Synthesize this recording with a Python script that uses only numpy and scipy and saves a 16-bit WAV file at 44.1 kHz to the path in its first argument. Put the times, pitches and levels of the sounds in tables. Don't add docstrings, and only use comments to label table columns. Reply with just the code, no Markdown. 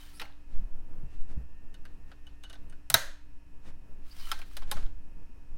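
import sys
import numpy as np
from scipy import signal
from scipy.fft import rfft, irfft, next_fast_len
from scipy.io import wavfile

SR = 44100
rng = np.random.default_rng(int(sys.argv[2]) if len(sys.argv) > 2 else 0)


def store_wav(level_fs):
    pcm = np.round(np.clip(np.atleast_2d(level_fs), -1, 1) * 32767)
    wavfile.write(sys.argv[1], SR, pcm.T.astype(np.int16))


N = 245637
T = np.arange(N) / SR


def undb(db):
    return 10 ** (np.asarray(db) / 20)


def unit(x):
    return x / np.sqrt(np.mean(x ** 2) + 1e-20)


def lookup(points, hz):
    f, value = np.transpose(points)
    return np.interp(np.log(np.maximum(hz, 1)), np.log(f), value)


def colour(x, points):
    size = next_fast_len(len(x))
    gain = undb(lookup(points, np.fft.rfftfreq(size, 1 / SR)))
    return irfft(rfft(x, size) * gain, size)[:len(x)]


def band(x, lo_hz, hi_hz, order=2):
    sos = signal.butter(order, [lo_hz, min(hi_hz, SR / 2 - 1)], "band", fs=SR, output="sos")
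    return signal.sosfilt(sos, x)


def fade(t, t60):
    return np.exp(-np.log(1000) * t / t60)


def walk(rate):
    knots = rng.standard_normal(32768)
    return np.interp(T * rate, np.arange(len(knots)), knots)


def gate(start, end, attack, release):
    return np.exp(np.minimum(T - start, 0) / attack - np.maximum(T - end, 0) / release)


def swell(s, length):
    return np.exp(-(2 * (T - s) / length) ** 2)


def add(track, s, sound):
    start = max(int(s * SR), 0)
    track[start:start + len(sound)] += sound[:N - start]


def wash(t, spectrum, t60s, ring=1):
    hz = np.fft.rfftfreq(len(t), 1 / SR)
    noise = rfft(rng.standard_normal(len(t))) * undb(lookup(spectrum, hz))
    out = 0
    for centre in 125 * 2 ** (np.arange(15) / 2):
        share = np.maximum(1 - 2 * abs(np.log2((hz + 1) / centre)), 0)
        out = out + irfft(noise * share, len(t)) * fade(t, ring * lookup(t60s, centre))
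    return out


def tone(hz):
    phase = 2 * np.pi * np.cumsum(hz + 0.63 * walk(15)) / SR
    return unit(np.sin(phase)) * undb(1.3 * walk(3))


def laptop():
    # (f/Hz, level/dB)
    hum = [(58, -56), (290.7, -66.5), (930, -79.5), (1696, -81), (1814, -85), (2525, -78), (2745, -85),
           (3052, -87.5), (5416, -87.5)]
    # (f/Hz, relative level/dB per Hz)
    air = [(60, 16.5), (150, 8.5), (330, -1.5), (600, -8), (930, -3), (1300, -5.5), (1800, -7.5),
           (2200, -8.5), (2700, -6), (3400, -16.5), (5500, -15.5), (8000, -19), (12000, -21.5),
           (16000, -29)]
    tones = sum(undb(db) * tone(hz) for hz, db in hum) + whine()
    air_level = undb(-62.5 + .5 * walk(1.8))
    return tones + air_level * unit(colour(rng.standard_normal(N), air))


def rumble():
    # (t/s, length/s, rumble level/dB before trim, rustle level/dB re that, before trim)
    moves = [(0.566, 0.14, -40, -24), (0.615, 0.14, -30, -46), (0.776, 0.12, -44, -19),
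             (0.995, 0.25, -40.5, -20.5), (1.193, 0.24, -37.5, -51), (1.351, 0.19, -41, -21),
             (1.9, 0.6, -59, -9), (2.65, 0.16, -47, -19.5), (3.056, 0.19, -55.5, -27.5),
             (3.793, 0.37, -57.5, -8.5), (4.298, 0.63, -51, -37), (4.798, 0.27, -31.5, -42),
             (5.007, 1, -50.5, -20.5), (5.538, 0.13, -43, -25)]
    # (f/Hz, relative level/dB per Hz)
    rumble_shape = [(3, 20), (12, 17), (20, 2.5), (30, -0.5), (45, -15.5), (80, -16.5), (130, -37.5),
                    (300, -46.5), (1000, -78.5)]
    # (f/Hz, relative level/dB per Hz)
    rustle_shape = [(50, -2), (120, -1), (200, -4), (350, -11), (600, -16.5), (1500, -27.5), (4000, -44.5)]
    deep_level = undb(-49.5) + sum(undb(db) * swell(s, length) for s, length, db, _ in moves)
    rustle_level = undb(-72.5) + sum(undb(db + rel) * swell(s, length) for s, length, db, rel in moves)
    deep = colour(rng.standard_normal(N), rumble_shape)
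    audible = band(deep, 20, 120, order=4)
    rustle = unit(colour(rng.standard_normal(N), rustle_shape)) * undb(3 * walk(22))
    rumble_trim_db, rustle_trim_db = -3.5, 7.0
    deep = undb(rumble_trim_db) * deep_level * deep / np.std(audible)
    return deep + undb(rustle_trim_db) * rustle_level * rustle


def strokes():
    # (start t/s, end t/s, level/dB at the start before trim, slope/dB per s)
    stroke_table = [(-.03, 0.25, -47, -41), (4.079, 4.302, -54.5, 62.5), (4.364, 4.395, -58.5, 0),
                    (4.44, 4.584, -59.5, 34)]
    attack_s, release_s = 0.022, 0.036
    return sum(undb(db + slope * (np.clip(T, start, end) - start)) * gate(start, end, attack_s, release_s)
               for start, end, db, slope in stroke_table)


def ticks(level, rate, lo_hz, hi_hz, cycles, spread_db):
    out, t = np.zeros(N), np.arange(1024) / SR
    chance = rng.uniform(size=(int(rate * N / SR), 3))
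    for when, pitch, size in chance:
        hz = lo_hz * (hi_hz / lo_hz) ** pitch
        tick = np.sin(2 * np.pi * hz * t) * fade(t, cycles / hz) + (t == 0)
        boost = undb(-spread_db * np.log(1 - .97 * size))
        add(out, when * N / SR, level[int(when * N)] * boost * tick)
    return out


def sliding():
    # (f/Hz, relative level/dB per Hz)
    rails = [(200, -21), (700, -5.5), (1400, -2.5), (2000, -3), (3000, -2.5), (5000, -4.5), (7000, -10.5),
             (9800, -8), (12000, -12), (15500, -9)]
    # (f/Hz, typical level/dB re hiss)
    scrape_rings = [(1330, -25), (2300, -51), (3070, -19), (4500, -45)]
    # (t/s, length/s, f/Hz at t, width/Hz of random modulation, level/dB, glide/Hz per s)
    squeaks = [(0.164, 0.041, 9900, 4000, -56.5, 0), (0.173, 0.07, 5200, 995, -62, 22000),
               (4.121, 0.02, 4800, 600, -52.5, 9000), (4.21, 0.048, 4630, 2000, -54, -10000),
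               (4.208, .035, 2320, 600, -57, 1), (4.256, 0.075, 3010, 160, -53, -1000),
               (4.304, 0.049, 1364, 160, -55, -3)]
    stick_slip = undb(6 * rng.uniform(-1, 1, N) + 1.8 * walk(45) + 2.4 * walk(220))
    catches = rng.standard_normal(N) * stick_slip
    scrape = unit(colour(catches, rails))
    for hz, db in scrape_rings:
        resonance = unit(band(catches, hz / 1.04, hz * 1.04, order=2))
        scrape = scrape + undb(db + 6.9 * walk(37)) * resonance
    friction = strokes()
    out = undb(-6.5) * scrape * friction
    out += ticks(undb(-12) * friction, 92, lo_hz=1166, hi_hz=8900, cycles=60, spread_db=4.0)
    for s, length, hz, width, db, glide in squeaks:
        pitch = hz + glide * np.clip(T - s, -length, length)
        carrier = np.exp(2j * np.pi * np.cumsum(pitch) / SR)
        squeak = (walk(width) + 1j * walk(width)) * carrier
        out += undb(db) * swell(s, length) * unit(squeak.real)
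    return out


def contacts(hits, pattern):
    return [(s + lag, db + mid, thud + low - mid, crack + high - mid, hz, free)
            for s, db, thud, crack, hz, free in hits for lag, low, mid, high in pattern]


def blows(hits, modes, ring, crowd_db, crack_db, favour_db, top_hz, rise_cycles, scatter):
    # (f/Hz, relative level/dB per Hz)
    plastic = [(150, -10.5), (450, -3.5), (680, 3.5), (1050, -3.5), (1450, 4), (2300, 2), (3700, -1.5),
               (5500, -4.5), (7000, -7), (10000, 0), (15500, -2)]
    # (f/Hz, t60/s)
    plastic_t60 = [(200, 0.057), (1400, 0.042), (5000, 0.047), (15000, 0.035)]
    near, spread, t = np.zeros(N), np.zeros(N), np.arange(8192) / SR
    attack = slice(SR // 100)
    contact = signal.butter(2, min(top_hz, .45 * SR), fs=SR, output="sos")
    for s, hit_db, thud_db, crack_rel_db, favoured_hz, free_db in hits:
        levels = hit_db + thud_db, hit_db, hit_db + crack_rel_db
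        crack = 1 + undb(crack_db) * fade(t, 0.0037)
        body = undb(crowd_db) * wash(t, plastic, plastic_t60, ring) * crack
        detune = 1 + scatter * rng.standard_normal(len(modes))
        for k, (hz, db, t60) in enumerate(modes):
            mode = np.sin(2 * np.pi * hz * detune[k] * t) * fade(t, t60 * ring)
            body = body + (-1) ** k * undb(db + free_db) * mode
        body = body + undb(favour_db) * band(body, favoured_hz / 1.07, favoured_hz * 1.07, order=1)
        body, click = signal.sosfilt(contact, [body, t == 0])
        for (lo, hi), db in zip([(150, 1200), (1200, 5000), (5000, 20000)], levels):
            part = band(body * (1 - np.exp(-t * hi / rise_cycles)), lo, hi, order=4)
            part = undb(db) * part / np.std(part[attack])
            add(near, s, part)
            add(spread, s, np.std(part) * unit(band(click, lo, hi, order=4)))
    return np.array([near, spread])


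def singing(s, clusters, count):
    out, t = np.zeros(N), np.arange(32768) / SR
    for hz, width, db, t60 in clusters:
        place, phase = rng.uniform(size=(count, 2)).T
        pitches = hz + width * ((np.arange(count) + place) / count - .5)
        modes = np.sin(2 * np.pi * (np.outer(t, pitches) + phase)).sum(axis=1)
        add(out, s, undb(db) * unit(modes) * fade(t, t60) * (1 - np.exp(-t / .005)))
    return out


def tray():
    # (t/s, level/dB, bass thud/dB re level, treble crack/dB re level, favoured f/Hz, mode boost/dB),
    # all before the contact pattern
    tray_hits = [(.1970, -39.5, -20, -9, 3730, 9), (.2065, -47.5, 1, -14, 1410, -13),
                 (.2150, -39, -3, -10.5, 2780, 0), (4.3156, -29.5, -8, -6, 1220, 11),
                 (4.3904, -56.5, 4, 2, 5150, 1), (4.4160, -47, -10, -12, 2480, 1),
                 (4.5680, -42.5, -4.5, -0.5, 3470, -6), (4.6205, -54.5, 5.5, -10, 1060, 4),
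                 (4.6304, -54.5, -17, -12, 3380, 4), (4.7140, -35, -1, 3, 3700, 6.5),
                 (4.7188, -46.5, 8.5, -9, 1070, 14), (4.7675, -48.5, 5.5, -11, 1240, -6),
                 (4.7760, -58, -6, -6, 1700, -3), (4.8260, -59, 3, -12, 3400, -4),
                 (4.8630, -58.5, -2, -12, 3480, 17)]
    # (lag/s, bass/dB, middle/dB, treble/dB)
    tray_contacts = [(0, -7, -0.5, -2), (.0038, -3.5, -8, -19)]
    # (f/Hz, relative level/dB, t60/s)
    tray_modes = [(757, 4, 0.069), (860, 17.5, 0.07), (1070, 11.5, 0.041), (1348, 22.5, 0.039),
                  (1520, 15, 0.062), (3100, 28.5, 0.017), (3770, 29, 0.0064), (2480, 11.5, 0.063),
                  (5150, 21.5, 0.029), (7800, -5, .025), (10650, -2, 0.032)]
    # (centre f/Hz, width/Hz, level/dB, t60/s)
    open_tray_ring = [(767, 470, -53, 0.36), (2800, 400, -55, 0.33), (4360, 90, -60, 0.25)]
    sound = blows(contacts(tray_hits, tray_contacts), tray_modes, ring=1.21, crowd_db=40.5, crack_db=-1.5,
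                  favour_db=1.5, top_hz=13200, rise_cycles=0.98, scatter=0.021)
    sound[0] += singing(tray_hits[2][0], open_tray_ring, count=5)
    return sound


def thumps():
    # (t/s, level/dB, f/Hz, t60/s)
    thump_table = [(0.218, -42, 306, 0.056), (.595, -42, 186, 0.1), (1.033, -33, 141, 0.076),
                   (1.036, -42, 270, 0.04), (1.367, -26.5, 57.6, 0.22), (1.374, -25, 151, 0.038),
                   (2.9, -38.5, 135, 0.16), (2.939, -26.5, 118, 0.13), (2.946, -34.5, 79.3, 0.18),
                   (4.744, -41.5, 165.3, 0.11), (4.766, -40.5, 288, 0.059), (4.822, -45, 200.5, .07),
                   (5.165, -46, 220, 0.06), (5.294, -41, 233, 0.049)]
    out, t = np.zeros(N), np.arange(SR // 3) / SR
    for s, db, hz, t60 in thump_table:
        grit = unit(band(rng.standard_normal(len(t)), hz / 2, 1.6 * hz, order=3))
        knock = np.sin(2 * np.pi * hz * t) + 0.21 * grit
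        add(out, s, undb(db) * knock * fade(t, t60) * (1 - np.exp(-t / .003)))
    return out


def rattling():
    # (start t/s, end t/s, base level/dB)
    rattles = [(0.23, 0.245, -47), (2.96, 2.979, -42.5), (4.742, 4.788, -57)]
    attack_s, release_s = .008, 0.055
    level = sum(undb(db) * gate(start, end, attack_s, release_s) for start, end, db in rattles)
    return ticks(level, 130, lo_hz=730, hi_hz=5000, cycles=16, spread_db=3.5)


def brushing():
    # (t/s, length/s, level/dB)
    brushes = [(0.556, 0.14, -63), (1.13, 0.099, -62.5), (1.314, 0.055, -58), (2.098, 0.06, -62),
               (3.67, 0.081, -57.5), (4.053, 0.088, -65.5), (4.694, 0.24, -59), (4.784, 0.16, -52.5)]
    # (f/Hz, relative level/dB per Hz)
    skin = [(200, 15.5), (800, 5), (2000, 3), (5000, -5), (9000, -10.5), (15000, -26)]
    pressure = sum(undb(db) * swell(s, length) for s, length, db in brushes)
    grip = undb(2.5 * walk(44))
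    return pressure * grip * unit(colour(rng.standard_normal(N), skin))


def whine():
    start_s, end_s, rise_s, settle_s = 1, 2.9, 0.15, 0.3
    age = np.maximum(T - start_s, 0)
    running = np.clip(np.minimum(age, end_s - T) / rise_s, 0, 1)
    high = undb(-82 + 15.5 * np.exp(-age / settle_s)) * tone(2700)
    low = undb(-77.5) * tone(1820)
    return running * (high + low)


def disc():
    # (t/s, level/dB, bass thud/dB re level, treble crack/dB re level, favoured f/Hz, mode boost/dB),
    # all before the contact pattern
    disc_taps = [(1.7419, -56, -9, -5.5, 3850, -5), (1.8522, -51.5, -7, -12, 1650, -16),
                 (2.1157, -54, -0.5, -18, 1450, -33), (2.2675, -51.5, -11, -13, 2934, -1.5),
                 (2.4360, -49, -4.5, -6.5, 3660, -7), (2.4490, -49.5, -7.5, -16, 2934, 8),
                 (2.4640, -60.5, -6, -21, 1502, 5), (2.4980, -53.5, -2, -1.5, 3650, -7),
                 (2.5080, -56.5, -4, -12, 2820, 4), (2.5290, -52, -3.5, -7, 3620, -13),
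                 (2.5415, -60.5, -2, -3.5, 1520, -7), (2.5534, -57.5, -0.5, -14, 3700, -23),
                 (2.6974, -65, -6, 4.5, 8900, -6), (2.7240, -59.5, -0.5, -12.5, 1480, -10)]
    # (lag/s, bass/dB, middle/dB, treble/dB)
    disc_contacts = [(-.007, -17, -23.5, -21), (0, -4, -1.5, -1.5), (.006, -7, -9, -13)]
    # (f/Hz, relative level/dB, t60/s)
    disc_modes = [(583, -15, 0.044), (1502, 6, 0.064), (1625, -3, 0.083), (2934, 12, 0.071),
                  (3730, 3, 0.042), (3820, -18, 0.079), (4800, -16, .12), (6370, 6, 0.04), (8200, 3.5, .04),
                  (9726, 1, 0.05)]
    return blows(contacts(disc_taps, disc_contacts), disc_modes, ring=1.0, crowd_db=12.0, crack_db=3.5,
                 favour_db=7.5, top_hz=8970, rise_cycles=3.7, scatter=0.014)


def hub():
    # (t/s, level/dB, bass thud/dB re level, treble crack/dB re level, favoured f/Hz, mode boost/dB)
    hub_snaps = [(2.9004, -32.5, -8.5, 5.5, 8300, -15), (2.9155, -49, 1, 2, 12100, -8),
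                 (2.9411, -16, -8, 1, 3950, 0), (2.9440, -26.5, -13.5, -5, 3945, -10.5)]
    # (f/Hz, relative level/dB, t60/s)
    hub_modes = [(337.6, -7, 0.056), (582, -7, 0.08), (642, -2.5, 0.088), (700, -4.5, 0.054),
                 (920, -9, 0.14), (1310, 1, 0.099), (1481, 6, 0.07), (1618, 3, 0.1), (1784, -6, 0.15),
                 (2020, -9.5, 0.2), (3680, 7.5, 0.04), (3760, 9.5, 0.04), (4000, 8.5, 0.039),
                 (5500, 0, 0.06), (6320, -1, 0.094), (9600, 16.5, 0.018), (12600, 9, 0.0073),
                 (14000, 13.5, 0.015)]
    # (centre f/Hz, width/Hz, level/dB, t60/s)
    clamped_disc_ring = [(580, 160, -40.5, 0.42), (1570, 160, -38.5, .42), (1798, 30, -43.5, 0.42),
                         (1850, 280, -39, 0.41), (4020, 220, -43.5, .36), (6400, 560, -42.5, 0.37)]
    sound = blows(hub_snaps, hub_modes, ring=.64, crowd_db=18.0, crack_db=-3.5,
                  favour_db=2.5, top_hz=18440, rise_cycles=5, scatter=0.0062)
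    sound[0] += singing(hub_snaps[-1][0], clamped_disc_ring, count=7)
    return sound


def room(x, wet_db, delay_s):
    # (f/Hz, relative level/dB)
    room_colour = [(100, 0.5), (350, -7.5), (570, 1.5), (800, 1), (1100, -1.5), (1600, 5), (2400, -3.5),
                   (4000, 1), (4800, -4.5), (6300, -2), (15000, -5)]
    # (f/Hz, t60/s)
    room_t60 = [(200, .28), (530, .34), (1500, .42), (3700, .41), (9700, .35), (15000, .25)]
    t = np.arange(32768) / SR
    tail = wash(t, room_colour, room_t60) * np.clip(t / delay_s - 1, 0, 1)
    return undb(wet_db) * signal.fftconvolve(x, tail / np.linalg.norm(tail))[:N]


def scene():
    near, spread = tray() + disc() + hub() + thumps() + sliding() + rattling() + brushing()
    return (near + room(spread, wet_db=-16.0, delay_s=0.0038) + laptop() + rumble())[None]


def record(dry):
    rounded = 0.83 * np.tanh(dry / 1.035)
    return signal.sosfilt(signal.ellip(8, .2, 70, 16000, fs=SR, output="sos"), rounded)


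dry = scene()
out = record(dry)
store_wav(out)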